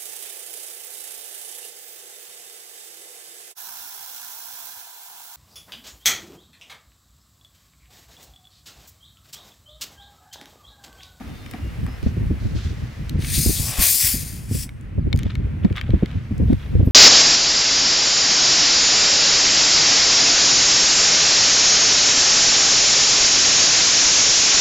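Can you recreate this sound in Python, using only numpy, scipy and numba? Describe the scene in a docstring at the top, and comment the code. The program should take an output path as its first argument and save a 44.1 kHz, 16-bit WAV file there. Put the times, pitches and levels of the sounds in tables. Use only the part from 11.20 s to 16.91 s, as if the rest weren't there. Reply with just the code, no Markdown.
"""Opening a cola bottle in the wind

Outdoors on breezy sand, cola glugs into a pipe and its bursting bubbles fizz softly. Then a hand
unscrews a big pressurized bottle: gas hisses through the cap's thread in three main surges, and the
loose cap ticks and scrapes its way off the neck. Wind buffets the microphone throughout, over
distant outdoor noise and a few faint birds."""
import sys
import numpy as np
from scipy import signal
from scipy.fft import rfft, irfft, next_fast_len
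from scipy.io import wavfile
from scipy.ndimage import uniform_filter1d, map_coordinates
from numba import njit

SR = 44100
rng = np.random.default_rng(int(sys.argv[2]) if len(sys.argv) > 2 else 0)


def wrap_up_sound(samples):
    """Save the sound to the file named by the first command line argument, as 16-bit audio."""
    columns = np.atleast_2d(samples).T
    # keep every value between -1 and 1, then stretch to whole-number steps
    tamed = np.clip(columns, -1, 1)
    steps = np.round(tamed * 32767).astype(np.int16)
    wavfile.write(sys.argv[1], SR, steps)


N = 251811
T = np.arange(N) / SR  # time of each sample [s]

# Surges of gas as the cap twists and rocks:
# (time of full flow [s], rise [s], hold [s], fall [s], jet level [dB], sizzle relative to jet [dB])
SURGES = [(2.153, 0.2, 0.18, 0.61, -23, -5.5), (2.47, .3, 0.023, 0.24, -28, -7),
          (2.625, .1, 0.075, 0.51, -16.5, -1), (2.835, .3, 0.045, 0.25, -20, -1.5),
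          (3.076, .3, 0.095, 0.091, -46, -4), (3.354, .125, 0.081, .055, -32, -7.5)]
# Hollow ring of the fist cupped round the cap: (time [s], level relative to jet [dB])
CUPPING = [(2.0, 0), (2.13, -12.5), (2.23, -22.5), (2.45, -20.5), (2.55, -5.5), (2.67, -13.5), (2.77, -30),
           (2.83, -13), (3.0, -17), (3.2, -10), (3.42, -16)]


def gas():
    """A rough jet of gas spits through the thread; the gaps, the fist and the neck shape its tone."""
    # Tone of the jet: (frequency [Hz], relative level [dB])
    jet_tone = [(1200, -40.5), (2200, -13), (3000, -14.5), (3500, -7), (4300, -5.5), (5300, -2.5),
                (6200, -2), (7000, -5), (7900, -2), (10000, -1), (12000, -9), (16000, -11)]
    # Pitch of two gaps in the thread as the cap turns: (time [s], groove [Hz], slit [Hz])
    passages = [(2.1, 5300, 9100), (2.26, 5050, 8900), (2.47, 6300, 8100), (2.55, 5550, 8450),
                (2.65, 5710, 7900), (2.8, 5500, 9100), (3.15, 5450, 9050), (3.32, 6000, 8500),
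                (3.45, 5300, 8450)]
    # Ringing air in the fist and in the bottle neck: (pitch [Hz], width [Hz], relative level [dB])
    fist_modes = [(2040, 920, 4.5), (2420, 400, 3)]
    neck_modes = [(718, 400, 6.5), (860, 90, 1), (1068, 190, 8.5), (1255, 100, -0.5)]
    # Rush in the neck as the seal lifts clear: (time [s], rise [s], hold [s], fall [s], level [dB])
    neck_rushes = [(2.48, 0.17, .1, .2, -43), (2.595, 0.12, .04, 0.089, -39)]
    sizzle_tone = [(8000, -23.5), (11500, 6.5), (12600, 3.5), (15300, 6), (16500, -17), (19000, -34.5)]
    jet_gain, sizzle_gain = flow()
    groove_hz, slit_hz = curves(passages)
    cupping_db, = curves(CUPPING)
    turbulence = unit(stereo_noise(side=.12) + .25 * grains(rate=900, spread_db=2.5))
    # droplets block now one gap, now the other
    groove = moving_ring(stereo_noise(side=.2), groove_hz, width_hz=970) * undb(2.5 * wander(rate=35))
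    slit = moving_ring(stereo_noise(side=.12), slit_hz, width_hz=2100) * undb(2.5 * wander(rate=35))
    jet = unit(colour(turbulence, jet_tone) + .19 * groove + .37 * slit)
    sizzle = colour(stereo_noise(side=.12), sizzle_tone)
    finger_echo_ms = .4 * (1 + .1 * wander(rate=6))
    hiss = reflect(jet_gain * jet + sizzle_gain * sizzle, finger_echo_ms, strength=.35)
    fist = jet_gain * undb(cupping_db) * resonate(stereo_noise(side=.22), fist_modes)
    rush = sum(undb(db) * plateau(*shape) for *shape, db in neck_rushes)
    leak = jet_gain * undb(-33)  # any flow rings the neck a little
    neck = (rush + leak) * resonate(stereo_noise(side=.5), neck_modes)
    flutter = undb(.8 * wander(rate=190) + .5 * wander(rate=600))
    return (pan(hiss, left_db=4.5) + fist + neck) * flutter


def flow():
    """Strength of the jet and its sizzle: each twist opens the thread, the flow sags, then dies away."""
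    seal_breaks_s, sag_db_per_s = 1.995, 11
    jet = sizzle = 0
    for s, rise_s, hold_s, fall_s, db, sizzle_db in SURGES:
        opening = plateau(s, rise_s, hold_s, fall_s)
        push = undb(db - sag_db_per_s * np.clip(T - s, 0, hold_s))
        jet = np.hypot(jet, push * opening)
        # the power makes the sizzle come later and leave sooner than the jet
        sizzle = np.hypot(sizzle, push * undb(sizzle_db) * opening ** 1.25)
    unsealed = uniform_filter1d(1. * (T > seal_breaks_s), size=1800)
    return np.array([jet, sizzle]) * unsealed


def squeal():
    """Hoarse spurts narrow and sink in pitch as the pressure falls; the fist keeps some of their ring."""
    # Spurts through the tightest turn of the thread: (time [s], level [dB])
    spurts = [(2.135, -30.5), (2.35, -35.5), (2.855, -42)]
    first_surge_s, pressure_fall_s = SURGES[0][0], .43
    pressure = np.exp(-np.maximum(T - first_surge_s, 0) / pressure_fall_s)
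    ring = moving_ring(stereo_noise(side=.25), hz=3180 + 751 * pressure, width_hz=520 + 1600 * pressure)
    jet_gain, _ = flow()
    cupping_db, = curves(CUPPING)
    leak = jet_gain * undb(cupping_db - 2)
    return pan(ring * np.hypot(swells(spurts, rise_s=.017), leak), left_db=2)


def ticks():
    """Each slip of the plastic snaps and rings the cap; the grip decides which of its tones stand out."""
    # Slips of cap and bottle: (time [s], dull knock [dB], sharp snap [dB], centre of the knock [Hz])
    slips = [(0.2626, -25.5, -51, 1600), (0.312, -35, -27, 2300), (0.3365, -24, -37, 2060),
             (0.6652, -27.5, -32.5, 1340), (0.8288, -31, -32.5, 2170), (1.895, -22, -19.5, 4430),
             (2.022, -24, -48, 2500), (2.0464, -19, -46, 2650), (3.492, -27.5, -41, 2080),
             (3.6115, -61, -38.5, 2100), (3.929, -8.5, -31, 2980), (3.961, -35, -29, 2140),
             (3.9745, -45, -26, 2000), (3.9906, -26, -23.5, 2000), (4.0326, -28, -26.5, 2270),
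             (4.1049, -26.5, -52, 2460), (4.154, -21.5, -67, 2300), (4.4484, -24, -40.5, 2520),
             (4.5008, -32, -52, 2030), (4.5268, -29.5, -55, 2590), (4.5634, -22.5, -50, 3270),
             (4.5717, -20.5, -48, 1690), (4.581, -21, -46, 2170), (4.589, -32, -46, 1900),
             (4.6125, -17, -43, 2530), (4.705, -26.5, -58, 2430), (4.859, -25, -52, 2500),
             (4.914, -30, -48, 2600), (5.1804, -50, -34.5, 1884), (5.3312, -26, -34.5, 2240)]
    # Tones of the cap on the neck: (pitch [Hz], relative level [dB], time to fade by 60 dB [s])
    cap_modes = [(1206, -3, 0.027), (1850, -4, 0.018), (2256, 0, 0.025), (2580, -1, 0.0027),
                 (3150, 1.5, 0.013), (3770, -2.5, 0.018), (4290, 2.5, 0.0085), (5460, -19, 0.0046),
                 (6540, -10, 0.0045), (8400, -11, .005)]
    hz, db, fade_s = np.transpose(cap_modes)[:, :, None]
    out, t = np.zeros((2, N + SR)), T[:2048]
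    for s, knock_db, snap_db, centre_hz in slips:
        detune, strength, side = rng.standard_normal((3, len(cap_modes), 1))
        grip_db = -9 * np.log2(hz / centre_hz) ** 2
        ring_hz = hz * (1 + .035 * detune)
        fade = undb(db + grip_db + 2.1 * strength - 60 * t / fade_s)
        tones = fade * np.sin(2 * np.pi * ring_hz * t + np.pi * side)
        ring = tones.sum(0) + np.array([[1], [-1]]) * .38 * (side * tones).sum(0)
        crack = rng.standard_normal(len(t)) + .48 * rng.standard_normal((2, len(t)))
        crack *= undb(-60 * t / .004) + undb(-17 - 60 * t / .02)  # quick burst, faint tail
        snap = band_pass(crack, 3500, 11000, order=1)
        crunch = rng.standard_normal(len(t)) + .42 * rng.standard_normal((2, len(t)))
        crunch *= undb(-60 * t / .0095)
        grit = band_pass(crunch, centre_hz / 1.65, centre_hz * 1.34, order=2)
        knock = unit(ring) + .58 * unit(grit)
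        tick = undb(knock_db) * knock / np.abs(knock).max() + undb(snap_db) * snap / np.abs(snap).max()
        start = round(s * SR)
        out[:, start:start + len(t)] += tick
    return pan(out[:, :N], left_db=3.5)


def rubbing():
    """Skin and thread stick and slip in a dense scrape; skin slides more evenly than plastic."""
    # Strokes of fingers and thread: (time [s], length [s], level [dB], share of skin hiss [0-1])
    strokes = [(0.832, 0.047, -51, 1), (1.204, 0.11, -51.5, 1), (1.356, 0.13, -41.5, 0.62),
               (1.575, 0.53, -54.5, 0.78), (3.991, 0.13, -47, 0.28), (4.442, 0.0079, -43, 0.2),
               (4.558, 0.026, -33.5, 0.12), (4.67, 0.15, -50.5, 0.19), (4.88, 0.092, -51.5, 0.42),
               (5.025, 0.1, -62, 0.77), (5.28, 0.12, -50, .3), (5.396, 0.61, -57.5, 0.32)]
    # Tone of scraping plastic and of sliding skin: (frequency [Hz], relative level [dB])
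    thread_tone = [(600, -5), (1300, 19), (2400, 15), (3600, 16.5), (4800, -5), (7000, -23), (10000, -30),
                   (16000, -25)]
    skin_tone = [(1000, 0), (2500, 4), (4000, 8.5), (6000, 4.5), (9000, -9), (16000, -32)]
    slips = grains(rate=500, spread_db=3) + .6 * stereo_noise(side=.6)
    thread = colour(slips, thread_tone) * undb(3.1 * wander(rate=110))
    skin = colour(stereo_noise(side=.6), skin_tone) * undb(1.2 * wander(rate=70))
    out = 0
    for s, length_s, db, skin_share in strokes:
        envelope = plateau(s, rise_s=.021, hold_s=length_s, fall_s=.061 + 1.22 * length_s)
        out += undb(db) * envelope * ((1 - skin_share) * thread + skin_share * skin)
    return out


def pour():
    """The stream of cola glugs and burbles, ringing the air inside the pipe."""
    # Ringing air in the pipe: (pitch [Hz], width [Hz], relative level [dB])
    pipe_modes = [(250.6, 91, 2.5), (742, 130, -12), (1240, 160, -17.5), (1610, 500, -23.5)]
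    # The running stream and its single glugs: (time [s], level [dB])
    stream_levels = [(0, -45), (.7, -58), (.82, -63), (.85, -90)]
    glugs = [(.005, -33), (.04, -47), (.085, -39), (.262, -48), (.338, -30), (.378, -35.5), (.675, -28.5)]
    pipe = resonate(stereo_noise(side=.27), pipe_modes)
    burble = undb(curves(stream_levels)[0] + 3 * wander(rate=23))
    return pipe * (burble + swells(glugs, rise_s=.0062))


def foam():
    """Countless small bubbles burst in a soft fizz; the finest come from the open neck."""
    # Fizz in the pipe and in the freshly opened bottle: (time [s], level [dB])
    pipe_levels = [(0, -53.5), (.3, -53.5), (.82, -54.5), (.87, -55.5), (1.9, -58), (2.1, -87.5),
                   (4.8, -77.5), (5.3, -57), (5.7, -62)]
    neck_levels = [(5.3, -99), (5.62, -93), (5.665, -47.5), (5.71, -78)]
    bursts = stereo_noise(side=.6) + .4 * grains(rate=500, spread_db=3)
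    in_pipe = colour(bursts, [(1000, -14.5), (2800, 6.5), (5200, 2.5), (7500, -3.5),
                              (13000, -4.5), (16000, -7), (19000, -39)])
    in_neck = colour(bursts, [(7000, -20), (12000, -8), (13800, 2), (16000, -16)])
    return in_pipe * undb(curves(pipe_levels)[0]) + in_neck * undb(curves(neck_levels)[0])


def wind():
    """Gusts rumble on the microphone; swirls of air thump and leave a low roll, hard ones brighter."""
    # Strength of the breeze: (time [s], level [dB])
    breeze_levels = [(0, -40.5), (.38, -38.5), (.45, -29), (.78, -35), (1.1, -24.5), (1.5, -23.5),
                     (1.76, -39.5), (1.93, -25.5), (2.46, -27.5), (2.7, -37), (3.02, -30), (3.42, -29),
                     (3.62, -35), (3.98, -21.5), (4.4, -27.5), (4.9, -30), (5.28, -20.5), (5.42, -30.5),
                     (5.65, -17)]
    # Single swirls that strike the microphone: (time [s], thump [dB], low roll after it [dB])
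    buffets = [(0.626, -32, -18), (0.828, -20, -23), (0.862, -11, -45), (0.967, -22.5, -23),
               (1.104, -15, -22), (1.248, -25.5, -23), (1.448, -24, -22), (1.62, -30.5, -23),
               (1.949, -18.5, -21), (1.985, -16.5, -39), (2.175, -18.5, -17), (2.26, -16, -15.5),
               (2.291, -12.5, -53), (2.388, -24.5, -22), (2.583, -20, -16), (2.938, -21.5, -24.5),
               (3.309, -20.5, -24.5), (3.347, -19, -26), (3.778, -14, -20.5), (3.868, -17.5, -40),
               (3.938, -15.5, -15), (4.056, -14, -45), (4.239, -39.5, -19), (4.445, -6, -31),
               (4.505, -18, -18.5), (4.688, -18.5, -13.5), (4.734, -8.5, -16), (4.825, -10, -37),
               (4.95, -19.5, -19), (5.108, -19.5, -21), (5.198, -17, -19), (5.216, -17, -21),
               (5.299, -8, -23), (5.324, -11, -17.5), (5.55, -16, -14), (5.595, -9, -24),
               (5.626, -10.5, -46), (5.669, -9.5, -40)]
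    # Tone of the rumble and of the swirls: (frequency [Hz], relative level [dB])
    rumble_tone = [(15, -20.5), (30, -11), (50, 0.5), (72, -0.5), (110, -1.5), (160, -9), (240, -16.5),
                   (330, -25.5), (480, -39.5), (800, -84.5), (1500, -88)]
    swirl_tone = [(25, -40), (70, 6), (130, -3), (220, 0), (330, -10), (480, -18.5), (700, -31),
                  (1200, -48), (2500, -87.5)]
    hard_tone = [(1.7 * hz, db) for hz, db in swirl_tone]
    gust_db = curves(breeze_levels)[0] + 3.5 * wander(rate=20)
    rumble = drifting_air(rumble_tone, lag_ms=1.13, window=2200)
    swirls = drifting_air(swirl_tone, lag_ms=1.9, window=600)
    hard_swirls = drifting_air(hard_tone, lag_ms=2.3, window=400)
    flurry = undb(gust_db - 11.5 + 3.66 * wander(rate=49))
    s, thump_db, roll_db = np.transpose(buffets)
    thumps = swells(zip(s, thump_db), rise_s=.0051)
    rolls = swells(zip(s, roll_db), rise_s=.013)
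    return (np.hypot(undb(gust_db), rolls) * rumble
            + np.hypot(flurry, thumps) * swirls
            + undb(-8) * thumps ** 2 * hard_swirls)


def drifting_air(tone, lag_ms, window):
    """Swirls drift past the microphone's two openings, reaching now one, now the other first."""
    pressure = colour(rng.standard_normal(N), tone)
    lag_s = lag_ms / 1000 * (wander(rate=25) + .2)
    both = np.array([np.interp(T + lag_s / 2, T, pressure), np.interp(T - lag_s / 2, T, pressure)])
    # even out the level over `window` samples, so that the gusts alone set the strength
    power = uniform_filter1d(np.mean(both ** 2, axis=0), window)
    return both / np.sqrt(power + 1e-6)


def birds():
    """Far birds give thin whistles and quick falling chirps, each one a gliding tone."""
    # Bird calls: (time [s], length [s], start pitch [Hz], end pitch [Hz], level [dB])
    calls = [(0.052, 0.3, 3610, 3640, -55.5), (0.152, .05, 4700, 4760, -59), (.19, .05, 4200, 4120, -58),
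             (0.25, 0.12, 5100, 5280, -58), (0.407, .11, 2790, 2820, -51),
             (0.653, 0.132, 5050, 5220, -54.5), (3.8, .04, 5030, 3900, -66), (5.495, 0.03, 4500, 3850, -59)]
    out = np.zeros(N)
    waver = 1 + .0022 * wander(rate=110)
    for s, length_s, start_hz, end_hz, db in calls:
        progress = np.clip((T - s) / length_s, 0, 1)
        hz = (start_hz + (end_hz - start_hz) * progress) * waver
        envelope = np.sqrt(np.abs(np.sin(np.pi * progress)))
        out += undb(db) * envelope * np.sin(2 * np.pi * np.cumsum(hz) / SR)
    return out


def outdoors():
    """A soft, wide wash of distant noise."""
    # Strength of the distant noise: (time [s], relative level [dB])
    far_levels = [(0, -48.5), (.7, -46.5), (1.5, -48), (2.0, -47.5), (2.8, -52), (3.6, -54.5), (4.15, -50),
                  (5.0, -49), (5.7, -49)]
    # Its tone: (frequency [Hz], relative level [dB])
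    far_tone = [(100, 10), (250, 7.5), (450, 5), (750, 0), (1100, -1), (2000, 1), (2600, -2.5),
                (3500, -11.5), (5000, -19.5), (8000, -24.5), (16000, -31)]
    level_db, = curves(far_levels)
    return colour(stereo_noise(side=.71), far_tone) * undb(level_db + 4 + wander(rate=11))


def undb(db):
    """Turn decibels into a gain to multiply by."""
    return 10 ** (np.asarray(db) / 20)


def unit(x):
    """Scale to an average (rms) level of 1."""
    return x / np.sqrt(np.mean(x ** 2) + 1e-20)


def curves(table):
    """Join the rows of a (time, values...) table with straight lines, one curve per value column."""
    s, *columns = np.transpose(table)
    return [np.interp(T, s, column) for column in columns]


def plateau(s, rise_s, hold_s, fall_s):
    """Loudness shape: climbs 30 dB in rise_s, holds at 1 from time s, drops 30 dB in fall_s."""
    return undb(-30 * (np.maximum(s - T, 0) / rise_s + np.maximum(T - s - hold_s, 0) / fall_s))


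def swells(table, rise_s):
    """Loudness shape of short blows (time [s], level [dB]), each rising quickly and dying away."""
    out = np.zeros(N)
    for s, db in table:
        age = np.maximum(T - s, 0) / rise_s
        out += undb(db) * age * np.exp(1 - age)
    return out


def wander(rate):
    """A random drift of typical size 1 that turns `rate` times a second."""
    points = rng.standard_normal(8192)
    return unit(np.interp(T * rate, np.arange(len(points)), points))


def stereo_noise(side):
    """Two channels of hiss; a larger `side` makes it sound wider."""
    middle, difference = rng.standard_normal((2, N))
    return unit(np.array([middle + side * difference, middle - side * difference]))


def grains(rate, spread_db):
    """About `rate` tiny random clicks a second, a few much larger than the rest."""
    size = undb(spread_db * np.minimum(rng.exponential(size=N), 4))
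    return unit((rng.random(N) < rate / SR) * size * rng.choice([-1, 1], N))


def pan(x, left_db):
    """Lean a sound to the left."""
    return x * undb(np.array([[left_db], [-left_db]]) / 2)


def colour(x, tone):
    """Shape x with a tone curve of (frequency [Hz], relative level [dB]), then scale to level 1."""
    hz, db = np.transpose(tone)
    size = next_fast_len(N)
    bin_hz = np.maximum(np.fft.rfftfreq(size, 1 / SR), 1)
    gain = undb(np.interp(np.log(bin_hz), np.log(hz), db))
    return unit(irfft(rfft(x, size) * gain, size)[..., :N])


def band_pass(x, low_hz, high_hz, order):
    """Keep the sound between two frequencies; a higher order cuts more steeply."""
    return signal.sosfilt(signal.butter(order, [low_hz, high_hz], "band", fs=SR, output="sos"), x)


def resonate(x, modes):
    """Make x ring at several (pitch [Hz], width [Hz], relative level [dB]), then scale to level 1."""
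    out = 0
    for hz, width, db in modes:
        b, a = signal.iirpeak(hz, hz / width, fs=SR)
        out += undb(db) * signal.lfilter(b, a, signal.lfilter(b, a, x))
    return unit(out)


def moving_ring(x, hz, width_hz):
    """Make each channel ring at a moving pitch, then scale to level 1."""
    width = width_hz * np.ones(N)
    return unit(np.array([sweep(sweep(channel, hz, width), hz, width) for channel in x]))


@njit
def sweep(x, hz, width):
    """Keep a band of frequencies whose centre and width move (a state-variable filter)."""
    out, band_state, low_state = np.empty(len(x)), 0., 0.
    for i in range(len(x)):
        tuning, damping = np.tan(np.pi * hz[i] / SR), width[i] / hz[i]
        band = (band_state + tuning * (x[i] - low_state)) / (1 + tuning * (tuning + damping))
        band_state = 2 * band - band_state
        low_state += 2 * tuning * band
        out[i] = damping * band
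    return out


def reflect(x, delay_ms, strength):
    """Add one very close echo, which boosts some frequencies and weakens others."""
    positions = np.arange(N) - delay_ms * SR / 1000
    echo = np.array([map_coordinates(channel, [positions], order=3) for channel in x])
    return (x + strength * echo) / np.sqrt(1 + strength ** 2)


def scene():
    """All the sources together in open air, with no room echo."""
    return gas() + squeal() + wind() + ticks() + rubbing() + pour() + foam() + birds() + outdoors()


def record(dry):
    """Round off the loudest peaks and cut the highest treble."""
    ceiling, top_hz = .85, 15850
    rounded = dry / (1 + (dry / ceiling) ** 6) ** (1 / 6)
    return signal.sosfilt(signal.ellip(10, .2, 80, top_hz, fs=SR, output="sos"), rounded)


dry = scene()
out = record(dry)
wrap_up_sound(out)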